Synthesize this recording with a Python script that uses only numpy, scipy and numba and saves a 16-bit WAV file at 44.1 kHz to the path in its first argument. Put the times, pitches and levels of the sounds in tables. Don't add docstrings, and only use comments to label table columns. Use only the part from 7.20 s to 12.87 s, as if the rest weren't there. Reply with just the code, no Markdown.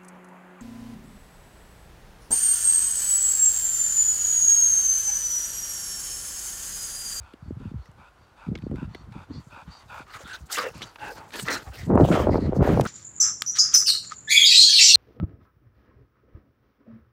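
import sys
import numpy as np
from scipy import signal
from scipy.fft import rfft, irfft
from scipy.io import wavfile
from scipy.ndimage import uniform_filter1d
from numba import njit

SR = 44100
rng = np.random.default_rng(int(sys.argv[2]) if len(sys.argv) > 2 else 0)


def elevation(decibels):
    levels = np.asarray(decibels, float)
    return 10 ** (levels / 20)


def dump_mix(stems):
    frames = np.atleast_2d(stems).T
    limited = np.clip(frames, -1, 1)
    pcm = np.round(limited * 32767).astype(np.int16)
    wavfile.write(sys.argv[1], SR, pcm)


N = 250047
TIME = np.arange(N) / SR

# start_s, end_s, level_db, upper_resonances_db
FAR_OUT_BREATHS = [
    (0, .14, -56.5, -14),
    (.385, .52, -56, -13.5),
    (.77, .9, -53, -18.5),
    (1.165, 1.295, -50, -18),
    (1.55, 1.665, -48.5, -18),
    (1.915, 2.055, -49.5, -16.5),
    (2.3, 2.44, -45.5, -19),
    (2.685, 2.84, -41, -19),
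]
# start_s, end_s, level_db, lower_resonances_db
FAR_IN_BREATHS = [
    (.19, .33, -69.5, -7),
    (.57, .72, -69, 6),
    (.95, 1.14, -71.5, 5),
    (1.39, 1.5, -66.5, 2),
    (1.69, 1.86, -60, 2.5),
    (2.09, 2.24, -56, 0.7),
    (2.47, 2.65, -54.5, 3),
    (3.63, 3.73, -57.5, 3.5),
]
# pitch_hz, width_hz, level_db
THROAT_OUT = [(560, 90, -5), (900, 192, 2.5), (1403, 250, 1.5), (2500, 350, -6.5), (3610, 500, -14),
              (4600, 430, -17.5), (6670, 5100, -28)]
# pitch_hz, width_hz, level_db
THROAT_IN = [(1050, 440, 0.5), (1920, 230, -9.5), (2500, 1600, -13), (3640, 230, -7), (4600, 300, 1),
             (5700, 590, -12), (7200, 2600, -22.5)]
# start_s, loudest_s, end_s, level_db, mouth_hz
HOLLOW_BREATHS = [(3.41, 3.422, 3.515, -33.5, 1450), (3.784, 3.875, 3.95, -42, 1580),
                  (3.944, 3.975, 4.16, -49.5, 1380), (4.435, 4.477, 4.53, -50.5, 1290),
                  (4.823, 4.873, 5.8, -48, 1220), (4.912, 4.924, 5.096, -29.5, 1370),
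                  (5.09, 5.27, 5.36, -47.5, 1250), (5.416, 5.472, 5.66, -34, 1400)]
# start_s, loudest_s, end_s, level_db, mouth_hz
OPEN_BREATHS = [
    (2.864, 2.958, 3.065, -42, 1200),
    (3.375, 3.375, 3.44, -25, 1140),
    (4.246, 4.306, 4.432, -28, 1460),
    (5.638, 5.663, 5.8, -36, 1180),
]
# start_s, loudest_s, end_s, level_db, mouth_hz
RASPY_BREATHS = [(3.01, 3.148, 3.2, -45, 1410), (3.288, 3.358, 3.36, -39.5, 1360),
                 (3.527, 3.552, 3.76, -50.5, 1010), (3.608, 3.606, 3.72, -43, 1370),
                 (3.752, 3.748, 3.8, -62, 1340), (4.12, 4.156, 4.27, -38, 1850),
                 (4.17, 4.193, 4.245, -38, 1700), (4.514, 4.55, 4.62, -47, 1521),
                 (4.575, 4.593, 4.71, -47, 2050)]
# throat_db, rasp_db, drop_at_start_db, drop_at_end_db
MANNERS = [(6.5, -16, 9.5, 19.5), (-8.5, -6, 17.5, 19.5), (-4, 2.5, 12, 21.5)]
# pitch_hz, width_hz, level_db
RASP_RESONANCES = [(2830, 710, 5.5), (3750, 1400, 6), (4430, 740, -3)]
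# time_s, throat_hz
HEAD_MOVES = [(2.86, 770), (3.15, 914), (3.36, 820), (3.375, 510), (3.54, 452), (3.63, 863), (4.2, 872),
              (4.55, 760), (4.7, 540)]
# start_s, hold_s, level_db, fall_db_per_s
PUFFS = [(0, 0.026, -50, 348), (.225, 0.032, -39.5, 200), (.28, 0.043, -35, 500), (.365, 0.013, -35.5, 299),
         (.41, 0.042, -36, 300), (.455, 0.037, -32, 301), (.51, 0.045, -36, 199), (.69, .14, -48.5, 599),
         (.99, 0.061, -53, 229), (1.285, 0.047, -29.5, 298), (1.435, 0.035, -32, 200),
         (1.51, 0.032, -30, 200), (1.62, 0.032, -29, 198), (1.8, 0.087, -43.5, 100),
         (1.955, 0.031, -35.5, 350), (2.105, 0.087, -38.5, 597), (2.28, 0.09, -49, 103),
         (2.485, 0.018, -36.5, 698), (2.64, 0.087, -47.5, 46), (3.04, 0.021, -43, 200),
         (3.21, 0.027, -40, 369), (3.4, .08, -50, 100), (3.51, 0.16, -44.5, 173), (3.83, 0.03, -45, 189),
         (3.96, 0.24, -52, 100), (4.22, 0.02, -37.5, 85), (4.47, .04, -45.5, 452), (4.585, 0.13, -39, 197)]
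# time_s, level_db, crackle_db
GUST = [(4.66, -43, -10), (4.7, -23, 3), (4.745, -21, 1.5), (4.834, -13.5, 0.5), (4.87, -23, -3),
        (4.91, -19.5, 0), (5.04, -21.5, -2), (5.11, -20, -0.5), (5.175, -21.5, -1), (5.22, -26, -9),
        (5.312, -26.5, -9), (5.331, -23, -11), (5.42, -13.5, -9), (5.445, -24.5, 0.5), (5.485, -20, -2),
        (5.53, -20.5, -3), (5.61, -20.5, -6.5), (5.67, -25, 0.5)]
# start_s, peak_db, pitch_hz
POPS = [(0.138, -34, 286), (0.224, -34, 131), (0.279, -30.5, 145), (0.307, -22.5, 268), (0.32, -28, 100),
        (0.424, -33, 170), (0.462, -28.5, 129), (0.553, -25.5, 86), (0.586, -30.5, 70), (0.367, -28.5, 136),
        (0.402, -35, 154), (0.454, -23, 161), (0.514, -29.5, 216), (0.54, -26, 156), (0.688, -39.5, 120),
        (1.286, -18, 145), (1.315, -18.5, 185), (1.356, -29, 390), (1.39, -35, 160), (1.436, -24, 185),
        (1.497, -25, 170), (1.466, -22, 300), (1.514, -20.5, 340), (1.583, -29, 191), (1.627, -20, 202),
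        (1.711, -38, 150), (1.751, -30.5, 354), (1.809, -43, 164), (1.914, -33.5, 119), (1.961, -34, 186),
        (2.107, -30.5, 256), (2.179, -28.5, 134), (2.268, -37.5, 131), (2.485, -33.5, 123),
        (2.15, -41, 178), (2.195, -37, 202), (2.371, -43.5, 280), (2.803, -36.5, 292), (3.005, -38, 485),
        (3.052, -38, 204)]
# start_s, peak_db, pitch_hz
SNAPS = [(4.688, -24, 250), (4.702, -12, 269.4), (4.7025, -15, 750), (5.156, -15, 850), (5.074, -12, 600),
         (5.095, -12, 620), (4.7545, -14, 700), (5.4095, -13, 650), (4.736, -23, 325), (4.755, -4, 267),
         (4.776, -4, 780), (4.799, -1.5, 470), (4.811, -7, 300), (4.82, -9.5, 234), (4.831, -6.5, 172),
         (4.8495, -8, 560), (4.91, -11.5, 219), (4.94, -12, 226), (5.113, -14.5, 236), (5.188, -13.5, 257),
         (5.223, -15, 227), (5.255, -20, 330), (5.291, -13.5, 255), (5.452, -13.5, 325),
         (5.489, -10.5, 375), (5.422, -9.5, 300), (4.887, -12.5, 590), (4.903, -6.5, 249),
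         (4.9745, -9.5, 587), (5, -10.5, 495), (5.046, -19, 342), (5.07, -6.5, 488), (5.092, -7, 430),
         (5.144, -12, 600), (5.156, -7, 347), (5.181, -16, 550), (5.212, -25, 308), (5.323, -17, 490),
         (5.331, -13.5, 470), (5.37, -16, 169), (5.385, -13.5, 158), (5.365, -14.5, 420), (5.394, -14, 271),
         (5.41, -15, 507), (5.427, -8.5, 517), (5.4752, -6.5, 580), (5.574, -9.5, 570), (5.597, -3, 560)]
# start_s, peak_db, pitch_hz
WOBBLES = [(0, -35, 70.05), (.03, -42, 60), (1.83, -35, 65), (2.95, -42, 109), (3.211, -33.5, 75.5),
           (3.232, -45, 75), (3.59, -44, 100), (3.648, -39, 92), (4.236, -29.5, 122), (4.467, -31, 66.6),
           (4.494, -31.5, 70), (4.599, -31, 84), (4.63, -25.5, 90)]
# pitch_hz, level_db (per Hz)
HUSH_TONE = [(24, -33), (40, 6.5), (174, -13), (600, -13), (900, -11.5), (1450, -12.5), (1850, -21),
             (15500, -44.5)]
# start_s, peak_db, pitch_hz, treble_db
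TICKS = [(0.1358, -43.5, 2820, -9), (0.657, -45, 2010, -8), (0.7144, -59, 1800, 3),
         (1.3535, -25, 2190, -23), (1.376, -39, 3580, -14), (1.387, -44, 1950, -8),
         (1.4217, -43, 2470, -27), (1.512, -48, 1890, -8), (1.558, -42, 2090, -7),
         (1.748, -28.5, 2000, -15), (1.923, -44, 2210, -12), (3.3712, -17.5, 3480, -17),
         (3.3842, -17, 1500, -7), (3.3265, -29.5, 3020, 12.5), (3.343, -32, 3000, 5),
         (3.0757, -50, 3000, 8), (3.5791, -50, 3020, 10), (4.1387, -28, 2500, -13), (4.1577, -42, 3000, 8),
         (4.197, -21.5, 2950, -6), (3.619, -23, 3060, -37), (3.7584, -33, 920, -14), (4.106, -40, 2350, -6),
         (4.284, -16, 1800, -12.5), (4.754, -44, 2010, 3), (4.809, -30.5, 1840, -20),
         (5.357, -56, 1850, -2), (5.61, -21, 5650, -0.5), (5.6524, -38.5, 1970, 8)]
# start_s, end_s, pitch_hz, width_hz, level_db
WHISTLES = [(3.085, 3.172, 1560, 180, -40), (3.88, 3.944, 507, 70, -45.5), (3.125, 3.169, 3860, 1000, -43),
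            (3.408, 3.501, 2830, 201, -45), (3.79, 3.915, 2800, 170, -47), (3.797, 3.93, 1660, 147.1, -41),
            (3.81, 3.927, 900, 89.5, -41.5), (3.4, 3.485, 1830, 493, -40), (3.415, 3.505, 510, 80, -35),
            (3.617, 3.646, 3520, 900, -39), (4.27, 4.341, 1980, 200, -31), (3.323, 3.376, 2000, 250, -38.5),
            (4.182, 4.245, 8930, 1470, -45), (4.257, 4.335, 1330, 251.6, -34),
            (4.335, 4.385, 1500, 500, -39), (3.95, 4.06, 950, 150, -52), (4.45, 4.5, 1350, 150, -53),
            (2.12, 2.21, 4800, 300, -60), (2.5, 2.59, 4750, 300, -57), (5.65, 5.669, 1350, 200, -30),
            (5.11, 5.16, 2050, 300, -46), (4.291, 4.391, 4310, 300, -38.5), (4.296, 4.365, 5740, 500, -39),
            (4.83, 4.908, 3200, 900, -45), (4.904, 5.06, 3320, 400, -44.5),
            (5.093, 5.19, 4800, 1320, -51.5), (5.187, 5.29, 4400, 600, -55.5)]
# start_s, end_s, from_hz, to_hz, level_db
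GLIDES = [(2.882, 2.97, 4300, 4780, -59), (2.867, 2.968, 1250, 1360, -54), (2.933, 2.96, 2200, 1900, -48),
          (3.3, 3.05, 2500, 2350, -52), (2.99, 3.04, 810, 450, -52), (2.985, 3.028, 7400, 6200, -56),
          (3.025, 3.135, 3370, 3950, -52.5), (3.043, 3.095, 1300, 1460, -48.5),
          (3.125, 3.162, 6000, 6100, -50), (3.09, 3.17, 7800, 7700, -59), (3.185, 3.175, 7100, 14000, -58),
          (3.29, 3.33, 1400, 1220, -45), (3.317, 3.355, 7950, 7200, -33), (3.32, 3.345, 5000, 4800, -46),
          (3.35, 3.378, 2340, 3500, -35), (3.375, 3.41, 4950, 4540, -36.5), (3.63, 3.72, 4300, 4600, -62),
          (3.95, 4.01, 4000, 4600, -60), (4.16, 4.24, 6300, 7000, -53), (4.167, 4.245, 7700, 8250, -47),
          (4.28, 4.297, 3950, 3240, -40.5), (4.3, 4.35, 9500, 8800, -50), (4.575, 4.628, 2230, 1880, -48),
          (3.532, 3.607, 2300, 2600, -57), (3.542, 3.608, 4300, 4600, -58),
          (3.612, 3.655, 5600, 5800, -49.5), (4.582, 4.6, 5250, 5230, -51.5),
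          (4.968, 5.047, 1240, 990, -31), (5.2, 5.29, 1900, 2000, -54.5), (5.437, 5.497, 1530, 1980, -42),
          (0.64, .69, 5300, 5800, -70), (0.28, .31, 7500, 7200, -75)]
# start_s, hold_s, level_db, fall_db_per_s
SCUFFS = [(2.2, 0.73, -76.5, 100), (2.72, 0.069, -68, 300), (2.88, .04, -70, 100), (2.925, .02, -64, 100),
          (2.945, 0.02, -55, 900), (2.99, 0.032, -60.5, 150), (3.08, 0.036, -59, 100),
          (3.135, 0.021, -61, 902), (3.19, 0.03, -66, 200), (3.26, .004, -64, 500),
          (3.319, 0.034, -37.5, 400), (3.36, 0.035, -46, 152), (3.545, 0.048, -60.5, 300),
          (3.62, 0.0062, -55, 252), (3.66, .13, -70.5, 100), (3.8, 0.044, -60.5, 73),
          (3.85, 0.036, -56, 86), (4.08, .05, -66, 100), (4.135, .03, -54.5, 500),
          (4.16, 0.072, -48.5, 500), (4.262, 0.022, -53, 100), (4.282, .02, -50.5, 103),
          (4.305, .04, -44, 300), (4.4, 0.12, -65.5, 100), (4.535, 0.084, -59, 150),
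          (4.78, 0.057, -62, 102), (4.845, 0.17, -51, 248), (5.11, 0.13, -67, 200),
          (5.354, 0.0037, -58.5, 350), (5.43, .18, -56.5, 2000), (5.64, .04, -55.5, 100)]
# pitch_hz, level_db
GRAINS = [(4600, -1.5), (6500, -0.5), (8000, -6), (10000, -10.0), (12000, -10.5), (15000, -7.0)]


def unit(x):
    return x / np.sqrt(np.mean(x ** 2))


@njit
def svf(x, hz, width, low):
    y, b, l = np.empty(len(x)), 0., 0.
    for i in range(len(x)):
        g, k = np.tan(np.pi * hz[i] / SR), width[i] / hz[i]
        v = (b + g * (x[i] - l)) / (1 + g * (g + k))
        lo = l + g * v
        b, l = 2 * v - b, 2 * lo - l
        y[i] = lo if low else k * v
    return y


def band(x, hz, width, low=False):
    return svf(x, np.clip(hz + 0 * TIME, 20, 18000), width + 0 * TIME, low)


def walk(rate):
    hold = int(SR / rate)
    levels = np.repeat(rng.standard_normal(N // hold + 1), hold)
    smooth = uniform_filter1d(uniform_filter1d(levels, hold), hold)
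    return unit(smooth[:N])


def add(out, s, wave):
    i = int(s * SR)
    out[i:i + len(wave)] += wave[:N - i]


def swells(rows, rise_db_s):
    level = np.full(N, -120.)
    for s, hold, db, fall_db_s in rows:
        rise = rise_db_s * (s - TIME).clip(0)
        fall = fall_db_s * (TIME - s - hold).clip(0)
        level = np.maximum(level, db - rise - fall)
    return elevation(level)


def turbulence(flutter_hz, flutter, rasp_db):
    phase = np.cumsum(flutter_hz * (1 + 0.23 * walk(40))) / SR % 1
    flaps = 1 + flutter * np.exp(-phase / 0.16)
    return rng.standard_normal(N) * flaps * elevation(rasp_db * walk(90))


def ring(air, modes):
    waver = 1 + 0.023 * walk(17)
    out = 0
    for k, (hz, width, db) in enumerate(modes):
        mode = band(band(air, hz * waver, 1.4 * width), hz * waver, 1.4 * width)
        out = out + (-1) ** k * elevation(db) * mode
    return unit(out)


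def far_breaths(rows, main, part, swell_db, arch):
    gain, share, middle = np.zeros(N), np.zeros(N), np.zeros(N)
    for start, end, db, part_db in rows:
        now = (TIME >= start) & (TIME < end)
        along = (TIME[now] - start) / (end - start)
        gain[now] = elevation(db + swell_db * along)
        middle[now] = np.sin(np.pi * along) ** arch
        share[TIME >= start - .03] = elevation(part_db)
    edge = int(.02 * SR)
    gain = uniform_filter1d(uniform_filter1d(gain, edge), edge)
    return gain * (uniform_filter1d(middle, edge) * main + share * part)


def close_breaths(fade):
    bend = 1.3
    gain = np.zeros(N)
    shape = np.zeros((3, N)) + [[OPEN_BREATHS[0][4]], [0], [0]]
    for rows, manner in zip((HOLLOW_BREATHS, OPEN_BREATHS, RASPY_BREATHS), MANNERS):
        throat_db, rasp_db, start_db, end_db = manner
        for start, top, end, db, hz in rows:
            now = (TIME >= start) & (TIME < end)
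            before = (top - TIME[now]).clip(0) / max(top - start, 1e-3)
            after = (TIME[now] - top).clip(0) / max(end - top, 1e-3)
            level_db = db - start_db * before ** bend - end_db * after ** bend
            gain[now] = np.maximum(gain[now], elevation(level_db))
            around = (TIME >= start - fade) & (TIME < end + fade)
            shape[:, around] = [[hz], [throat_db], [rasp_db]]
    edge = int(fade * SR)
    return (uniform_filter1d(gain, edge), *uniform_filter1d(shape, edge))


def dog():
    air = turbulence(flutter_hz=63.1, flutter=1.0, rasp_db=0.0)
    low, high = ring(air, THROAT_OUT[:4]), ring(air, THROAT_OUT[4:])
    out = far_breaths(FAR_OUT_BREATHS, low, high, swell_db=0.5, arch=0.45)

    air = turbulence(flutter_hz=90.0, flutter=0.66, rasp_db=-1.0)
    high, low = ring(air, THROAT_IN[3:]), ring(air, THROAT_IN[:3])
    out += far_breaths(FAR_IN_BREATHS, high, low, swell_db=-3.0, arch=1.5)

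    gain, mouth_hz, throat_db, rasp_db = close_breaths(fade=0.0039)
    throat_hz = np.interp(TIME, *np.transpose(HEAD_MOVES))
    air = turbulence(flutter_hz=107.2, flutter=0.81, rasp_db=2.0)
    mouth = ring(air, [(mouth_hz, 260, 0), (1600, 1200, -10)])
    throat = ring(air, [(throat_hz, 80, 0), (750, 600, -13)])
    rasp = 0
    for mode in RASP_RESONANCES:
        rough = turbulence(flutter_hz=112.4, flutter=1.0, rasp_db=5.5)
        rasp = rasp + elevation(mode[2]) * ring(rough, [mode])
    rasp = elevation(rasp_db - 7.5) * unit(rasp)
    chest = elevation(np.interp(TIME, (3.3, 3.6), (-17, -6))) * ring(air, [(300, 260, 0)])
    return out + gain * (mouth + elevation(throat_db - 3.0) * throat + rasp + chest)


def eddies(rate, fall_s):
    kicks = (rng.random(N) < rate / SR) * rng.exponential(size=N)
    kicks = signal.lfilter([1], [1, -np.exp(-1 / (fall_s * SR))], kicks)
    smooth = uniform_filter1d(kicks / kicks.mean(), int(.003 * SR))
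    return 2.5 * np.tanh(smooth / 2.5)


def wind():
    breeze = swells(PUFFS, rise_db_s=649)
    s, gust_db, crackle_db = np.transpose(GUST)
    gust = elevation(np.interp(TIME, s, gust_db, left=-120))
    crackle_db = np.interp(TIME, s, crackle_db)

    kick = eddies(rate=70, fall_s=0.013)
    edge_hz = 290 * (breeze + gust + 1e-4) ** 0.15 * (.55 + 0.65 * kick)
    roll = band(rng.standard_normal(N) * (2.7 + kick), 75, 350)
    roll = band(roll, edge_hz, 1.5 * edge_hz, True)
    roll = band(roll, 1.2 * edge_hz, 1.5 * edge_hz, True)

    kick = eddies(rate=110, fall_s=0.0051)
    small_hz = 520 * (1.0 + 0.08 * kick)
    small = band(rng.standard_normal(N) * (2.4 + kick), small_hz, 1.23 * small_hz)
    small = band(small, 0.87 * small_hz, 1.56 * small_hz, True)
    out = elevation(-2.5) * (breeze + gust) * unit(roll) + gust * elevation(crackle_db - 6.0) * unit(small)

    strikes = POPS + SNAPS + WOBBLES
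    for (s, db, hz), turn in zip(strikes, rng.random((len(strikes), 1))):
        cycles = TIME[:3000] * hz
        shape = (cycles / 0.66 * np.exp(1 - cycles / 0.64)) ** 1.43
        swing = np.sin(2 * np.pi * (2.767 * np.log(1 + cycles / 1.86) + turn))
        add(out, s, elevation(db) * shape * swing)
    return band(out, 1680, 2250, True)


def far_trees():
    hz, db = np.transpose(HUSH_TONE)
    f = np.fft.rfftfreq(N, 1 / SR) + 1
    tone = elevation(np.interp(np.log(f), np.log(hz), db))
    hush = irfft(rfft(rng.standard_normal(N)) * tone, N)
    return elevation(-56 + 0.5 * walk(3.4)) * unit(hush)


def ticks():
    dull, bright = np.zeros(N), np.zeros(N)
    t = TIME[:2000]
    cracks = rng.standard_normal((len(TICKS), len(t)))
    for (s, db, hz, treble_db), crack in zip(TICKS, cracks):
        knock = 1.8 * crack + 0.74 * np.sin(2 * np.pi * hz * t)
        add(dull, s, elevation(db - 4.5 - 60 * t / 0.025) * knock)
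        add(bright, s, elevation(db + treble_db - 60 * t / 0.017) * crack)
    dull = band(band(dull, 3300, 3600, True), 1800, 7300)
    bright = band(band(bright, 7100, 7000), 8400, 12000)
    return dull + bright


def narrow_breath(piece, hz, width, db, taper):
    thin = unit(svf(svf(piece, hz, width, False), hz, width, False))
    return elevation(db) * signal.windows.tukey(len(piece), taper) * thin


def whistles():
    out, air = np.zeros(N), turbulence(flutter_hz=100, flutter=0.76, rasp_db=1.5)
    for start, end, hz, width, db in WHISTLES:
        piece = air[int(start * SR):int(end * SR)]
        glide = hz * (1 - 0.68 * TIME[:len(piece)])
        width = np.full(len(piece), 1.3 * width)
        add(out, start, narrow_breath(piece, glide, width, db, .45))
    for start, end, from_hz, to_hz, db in GLIDES:
        piece = air[int(start * SR):int(end * SR)]
        glide = np.geomspace(from_hz, to_hz, len(piece))
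        add(out, start, narrow_breath(piece, glide, 0.22 * glide, db, .6))
    return out


def sand():
    gain = swells(SCUFFS, rise_db_s=1501)
    out = 0
    for hz, db in GRAINS:
        size = elevation(4.6 * np.minimum(rng.exponential(size=N), 5))
        grains = rng.standard_normal(N) * size
        hz = hz * (1 + 0.073 * walk(25.13))
        patch = unit(band(band(grains, hz, 0.42 * hz), hz, 0.55 * hz))
        out = out + elevation(db + 2.4 * walk(35)) * patch
    return gain * elevation(2.04 * walk(110)) * out


def scene():
    return (dog() + wind() + far_trees() + ticks() + whistles() + sand())[None]


def band_limit(x):
    return signal.sosfilt(signal.butter(12, 15830, fs=SR, output="sos"), x)


def record(dry):
    cut = signal.sosfilt(signal.butter(4, 50, "high", fs=SR, output="sos"), dry)
    cut = signal.sosfilt(signal.ellip(10, .3, 80, 15830, fs=SR, output="sos"), cut)
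    mix = np.tanh(1.138 * cut) / 1.126
    return band_limit(mix)


dry = scene()
out = record(dry)
dump_mix(out)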